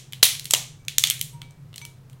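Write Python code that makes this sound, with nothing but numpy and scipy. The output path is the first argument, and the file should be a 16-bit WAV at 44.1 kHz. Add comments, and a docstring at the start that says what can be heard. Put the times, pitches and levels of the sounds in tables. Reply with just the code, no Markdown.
"""In a small bare room, a crab shell is pulled apart by hand at a table, close to a microphone.
Cracks, snaps and ticks are short noise bursts filtered by shell resonances and the room; peaks clip.
A low overload thump lies under the first big crack, a hollow shell knock under the second;
both are noise bursts through one low colour. A brushed glass bowl rings as decaying sine modes.
Beneath lie a wavering low ventilation drone of shaped noise, a sine hum and air hiss."""
import sys
import numpy as np
from scipy import signal
from scipy.fft import rfft, irfft
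from scipy.io import wavfile
from scipy.ndimage import uniform_filter1d

SR = 44100
rng = np.random.default_rng(int(sys.argv[2]) if len(sys.argv) > 2 else 0)


def wav_out(sig):
    """Save sig, one row per channel (or a flat mono array), as 16-bit PCM at SR to the path in sys.argv[1]."""
    wavfile.write(sys.argv[1], SR, np.round(np.clip(np.atleast_2d(sig).T, -1, 1) * 32767).astype(np.int16))


N = 97020


def amp(db):
    """Logarithmic level: decibels become a linear gain."""
    return 10 ** (np.asarray(db) / 20)


def unit(x):
    """Power normalisation: scales a signal to an rms of one."""
    return x / np.sqrt(np.mean(x ** 2) + 1e-20)


def read(points, hz):
    """Spectral interpolation: reads a table along a log-frequency axis."""
    f, value = np.transpose(points)
    return np.interp(np.log(hz + 1), np.log(f + 1), value)


def add(mix, s, sound):
    """Superposition: sums a sound into the mix from s seconds on."""
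    part = mix[max(round(s * SR), 0):][:len(sound)]
    part += sound[:len(part)]


def causal(db, size=2048):
    """Minimum phase: the Hilbert transform of log gain gives the sharpest causal impulse response."""
    mirrored_db = np.r_[db, db[-2:0:-1]]
    log_gain = np.log(amp(mirrored_db))
    spectrum = np.exp(np.conj(signal.hilbert(log_gain)))
    return np.fft.ifft(spectrum).real[:size]


def noise(points):
    """Spectral shaping: steady white noise weighted by a table, at unit rms."""
    white = rfft(rng.standard_normal(N))
    gain = amp(read(points, np.fft.rfftfreq(N, 1 / SR)))
    return unit(irfft(white * gain, N))


# Relative noise spectra of the drone and the air hiss: frequency_hz, density_db (per Hz)
DRONE_SPECTRUM = [(20, -17.5), (50, -14), (75, -21), (100, -6.5), (118, -4.5), (130, -1), (152, -0.5),
                  (185, -20), (235, -21), (320, -29), (600, -54.5)]
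HISS_SPECTRUM = [(100, -4), (420, 0), (650, -6), (1100, -8.5), (2000, -13.5), (5000, -20), (10000, -24),
                 (16000, -27.5)]
# Slow wavering of drone and hum: time_s, gain_db
DRONE_SWELL = [(0, -5.5), (.1, -1.5), (.33, 1.5), (.5, 0), (.72, 2.5), (.79, -1), (.9, 2), (1.1, 2),
               (1.3, 1.5), (1.42, 4.5), (1.53, -2), (1.64, 2.5), (1.9, 0), (2.2, 1)]
DRONE_DB, HISS_DB = -48, -60.5  # rms levels, the drone's before its swell
HUM_HZ, HUM_DB = 129.1, -51.5  # rms level before the swell


def ventilation():
    """Amplitude modulation: a drone of shaped noise and a fan hum waver together over steady hiss."""
    t = np.arange(N) / SR
    hum = amp(HUM_DB) * unit(np.sin(2 * np.pi * HUM_HZ * t))
    drone = amp(DRONE_DB) * noise(DRONE_SPECTRUM) + hum
    swell = amp(np.interp(t, *np.transpose(DRONE_SWELL)))
    return drone * swell + amp(HISS_DB) * noise(HISS_SPECTRUM)


# Reverberation time of the room: frequency_hz, t60_s
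ROOM_DECAY = [(300, 0.29), (1000, 0.39), (3000, 0.38), (7000, 0.37), (15000, 0.25)]
# Relative initial colour of the room tail: frequency_hz, gain_db
ROOM_TONE = [(100, -8.5), (500, 2.5), (1500, 0.5), (3500, 0), (7000, 2), (15000, 2)]
ROOM_DB, ROOM_BUILD_S = -7.5, 0.0088  # level before each source's own room gain; linear build-up


def room(size=26000):
    """Diffuse reverberation: noise builds up, then decays exponentially at its own rate in each band."""
    hz, t, bands = signal.stft(unit(rng.standard_normal(size)), SR, nperseg=256)
    decay_db = -60 * t / read(ROOM_DECAY, hz)[:, None]
    gain = amp(read(ROOM_TONE, hz)[:, None] + decay_db)
    tail = signal.istft(bands * gain, SR, nperseg=256)[1]
    tail = tail * np.minimum(np.arange(len(tail)) / SR / ROOM_BUILD_S, 1)
    return amp(ROOM_DB) * tail / np.linalg.norm(tail)


SNAP_RISE_S, SNAP_HOLD_S = 0.00015, 0.0008  # the hold is counted from the onset
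HAND_RING_S = 0.001  # added to every t60


def burst(t60, size=2048):
    """Impulsive excitation: a sub-millisecond tear rings dense, hand-damped modes, even in spectrum."""
    t = np.arange(size) / SR
    rise = np.minimum(t / SNAP_RISE_S, 1)
    decay = amp(-60 * np.maximum(t - SNAP_HOLD_S, 0) / (t60 + HAND_RING_S))
    ring = rng.choice([-1, 1], size) * rise * decay
    # Inverting the smoothed spectrum leaves the colour to the body that follows
    broad_db = 10 * np.log10(uniform_filter1d(abs(rfft(ring)) ** 2, size=48) + 1e-12)
    return signal.fftconvolve(ring, causal(-broad_db))[:size]


# Colour of the shell, before each piece's own tone: frequency_hz, gain_db
SHELL_COLOUR = [(40, -33.5), (200, -30.5), (450, -28.5), (1000, -23), (1600, -14), (2200, -5.5), (2600, -6),
                (3200, -1.5), (4100, -3), (4800, -8.5), (6300, -7.5), (8500, -7), (11500, -9),
                (15500, -13.5)]
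BASS_HZ, BODY_HZ, TREBLE_HZ, TOP_HZ = 1200, 1950, 6000, 10000  # anchors of each piece's tone
# Resonance peaks: spread divides the height and multiplies the half-width
LOW_RING_DB, LOW_WIDTH_HZ, HIGH_RING_DB, HIGH_WIDTH_HZ = 7, 220, 7.5, 230
SNAP_DB = 0.5  # gain common to all snaps


def piece(level_db, bass_db, treble_db, top_db, low_hz, high_hz, spread, size=2048):
    """Resonance: the breaking piece filters by the shell's colour, its own tone and two peaks."""
    hz = np.fft.rfftfreq(size, 1 / SR)
    tone = [(BASS_HZ, bass_db), (BODY_HZ, 0), (2 * BODY_HZ, 0),
            (TREBLE_HZ, treble_db), (TOP_HZ, top_db)]
    rings = [(LOW_RING_DB, low_hz, LOW_WIDTH_HZ), (HIGH_RING_DB, high_hz, HIGH_WIDTH_HZ)]
    peaks_db = sum(db / spread / (1 + ((hz - centre) / (width * spread)) ** 2)
                   for db, centre, width in rings)
    response = causal(read(SHELL_COLOUR, hz) + read(tone, hz) + peaks_db)
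    return amp(SNAP_DB + level_db) * np.sqrt(size / 2) * response


# Early reflections, relative to the direct sound: delay_s, level_db
ECHOES = [(.006, -26.5), (.012, -16.5), (.0147, -24.5)]
DIRECT_SPREAD = 0.95
# The room gathers sound from all sides of the piece, so its resonances come back wider and flatter
ROOM_SPREAD = 3.3


def fracture(level_db, bass_db, treble_db, top_db, t60, low_hz, high_hz, room_db=0):
    """Direct and reflected sound: a snap, its echoes and a tail set by where the break faces."""
    colour = (level_db, bass_db, treble_db, top_db, low_hz, high_hz)
    direct = signal.fftconvolve(burst(t60), piece(*colour, DIRECT_SPREAD))
    out = amp(room_db) * signal.fftconvolve(room(), piece(*colour, ROOM_SPREAD))
    add(out, 0, direct)
    for delay, db in ECHOES:
        add(out, delay, amp(db) * direct)
    return out


# Fractures of the shell, before the common snap gain, hand ring and room level are added:
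# start_s, level_db, bass_db, treble_db, top_db, ring_t60_s, low_resonance_hz, high_resonance_hz, room_db
SNAPS = [(0.1238, -38, 3.5, -3.5, 1, 0.0059, 2990, 6890, -1),
         (0.133, -27.5, 2, -5, -6.5, 0.0037, 2972, 12120, 0),
         (0.2274, -36.5, -2, 3, 11, 0.0098, 3217, 6500, -2),
         (0.229, -2.5, -4.5, 2, -8, 0.0095, 4157, 5400, 2.5),
         (0.2344, -16.5, 11, 8, 13.5, 0.005, 3050, 10470, 0.5),
         (0.2416, -18, -5, -5, 7, 0.0084, 3860, 6300, -0.5),
         (0.2535, -20.5, -7.5, -2.5, 11, 0.015, 3230, 10800, 3.5),
         (0.3506, -31.5, -8, -8.5, -2, 0.0057, 3250, 5530, -16),
         (0.3958, -29.5, -15, 2, 0, 0.0056, 4400, 12300, -2),
         (0.4445, -47.5, -10, 9, 14, 0.006, 4310, 12340, -9),
         (0.4549, -29, -4.5, 1, 1, 0.0096, 4300, 11500, 1.5),
         (0.5025, -48, 18, 11, 9, 0.008, 4300, 9520, 9),
         (0.5087, -21.5, 6, 11, 6.5, 0.0098, 2770, 8100, -1.5),
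         (0.5359, -12.5, 0, 4, 2, 0.01, 3130, 7350, -0.5),
         (0.5378, -15, 1.5, 8.5, -0.5, 0.01, 3170, 7100, 0),
         (0.5479, -16, -27, -8.5, -8, 0.0048, 2850, 6910, 1),
         (0.85, -59.5, 25, 13, 4, 0.008, 3190, 6640, 1.5),
         (0.8825, -19.5, -8, -2.5, -6, 0.0075, 2739, 6630, 0),
         (0.9827, -13.5, 1, 8, 5, 0.0047, 3730, 6770, -2),
         (1.0381, -9, 0, -0.5, -5, 0.0061, 3420, 6600, 1.5),
         (1.0717, -23.5, -1.5, 4.5, 1.5, 0.0092, 3370, 6560, -7),
         (1.1001, -21.5, 1.5, 11.5, 9, 0.0064, 3250, 11500, -4),
         (1.1084, -17, -5, -15, -2.5, 0.0026, 3240, 10400, 3),
         (1.1936, -45, 12, 11, 11, 0.0062, 3150, 6560, 2),
         (1.2125, -22.5, -11.5, 4, 6, 0.0048, 3170, 12300, -1),
         (1.4174, -34, 13, -4.5, -9.5, 0.0086, 3060, 8150, -1),
         (1.5082, -59.5, 5.5, 14, 5.5, 0.008, 3350, 8450, 0.5),
         (1.7298, -48.5, 17, -5.5, -11, 0.0071, 2940, 5650, 2.5),
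         (1.7411, -39.5, 3.5, -12, -10.5, 0.0095, 3010, 9500, -1),
         (1.7594, -39, -4.5, 4.5, 3, 0.0096, 2846, 8190, -1.5),
         (1.78, -33.5, -1, 2.5, -2.5, 0.0097, 4180, 11200, 0),
         (1.8152, -39, 10, -5, -10.5, 0.0068, 2410, 6200, 1),
         (1.8514, -36, 7.5, 4, 2, 0.0084, 2970, 11020, -1),
         (2.0981, -54.5, 14.5, 5, 2, 0.0071, 2450, 8260, 4),
         (2.1296, -53.5, 3, -9, 2, 0.018, 3040, 7890, -0.5)]
# A snap before the start still hangs in the room; its negative t60 makes the burst swell slightly:
# level_db, bass_db, treble_db, top_db, ring_t60_s, low_resonance_hz, high_resonance_hz
EARLIER_SNAP = (-14, -7.5, 4.5, 1.5, -1.83, 3301.5, 5801.5)
EARLIER_S = 0.12  # time before the start


def shell():
    """Brittle fracture: the shell gives way in separate snaps, over the tail of an earlier one."""
    out = np.zeros(N)
    add(out, 0, fracture(*EARLIER_SNAP)[round(EARLIER_S * SR):])
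    for start, *snap in SNAPS:
        add(out, start, fracture(*snap))
    return out


# Low colour shared by the thump and the knock: frequency_hz, gain_db
LOW_COLOUR = [(60, -20), (280, -8.5), (500, -3), (720, -1.5), (950, 0.5), (1250, -5.5), (1700, -21),
              (5000, -50.5)]
# An overload thump under the first big crack, then a hollow shell knock under the second,
# before hand ring and room level are added: start_s, level_db, ring_t60_s, room_db
THUMP_AND_KNOCK = [(0.2291, -9.5, 0.0037, -11.5), (.5363, -16, 0.0067, 0)]


def thump_and_knock(size=2048):
    """Source and filter: noise bursts and room tails through one low colour give thump and knock."""
    out = np.zeros(N)
    hz = np.fft.rfftfreq(size, 1 / SR)
    low_filter = np.sqrt(size / 2) * causal(read(LOW_COLOUR, hz))
    for start, db, t60, room_db in THUMP_AND_KNOCK:
        paths = amp(room_db) * room()
        add(paths, 0, burst(t60))
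        add(out, start, amp(db) * signal.fftconvolve(paths, low_filter))
    return out


# Modes of the glass bowl, before each touch's level and ring factor: frequency_hz, level_db, t60_s
BOWL_MODES = [(944, 1, 0.49), (2294, 3.5, 0.32), (6090, 2.5, 0.16), (8430, 4.5, 0.065),
              (14000, -5.5, 0.065)]
# Touches of the bowl: start_s, first_mode_db, second_mode_db, third_mode_db, upper_modes_db,
# contact_s (linear rise), ring_factor (multiplies t60)
TOUCHES = [(.79, -85, -64, -66, -61.5, 0.014, 1.34), (1.327, -46, -62, -62, -38, .028, 0.93),
           (1.42, -75.5, -55, -75, -60, 0.0066, 1.53), (1.8157, -52.5, -42, -44.5, -46, 0.0037, 0.8)]


def bowl():
    """Modal synthesis: light touches excite decaying sine modes of the glass in differing balance."""
    out, t = np.zeros(N), np.arange(SR // 2) / SR
    for start, *strengths_db, contact, ring in TOUCHES:
        rise = np.minimum(t / contact, 1)
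        # The two upper modes share the last strength
        for (hz, db, t60), touch_db in zip(BOWL_MODES, strengths_db + strengths_db[-1:]):
            decay = amp(db + touch_db - 60 * t / (t60 * ring))
            add(out, start, rise * decay * np.sin(2 * np.pi * hz * t))
    return out


def scene():
    """Linear superposition: ventilation, shell, thump and knock, and bowl sum to one channel."""
    return (ventilation() + shell() + thump_and_knock() + bowl())[None]


OVERLOAD = 1.0  # clipping level, full scale
EDGE_HZ = 16000  # low-pass cutoff


def record(dry):
    """Hard clipping, then band limiting: overloads are cut flat before a linear-phase low-pass."""
    clipped = np.clip(dry, -OVERLOAD, OVERLOAD)
    low_pass = signal.firwin(511, EDGE_HZ, window=("kaiser", 8), fs=SR)
    return signal.oaconvolve(clipped, low_pass[None], "same")


dry = scene()
out = record(dry)
wav_out(out)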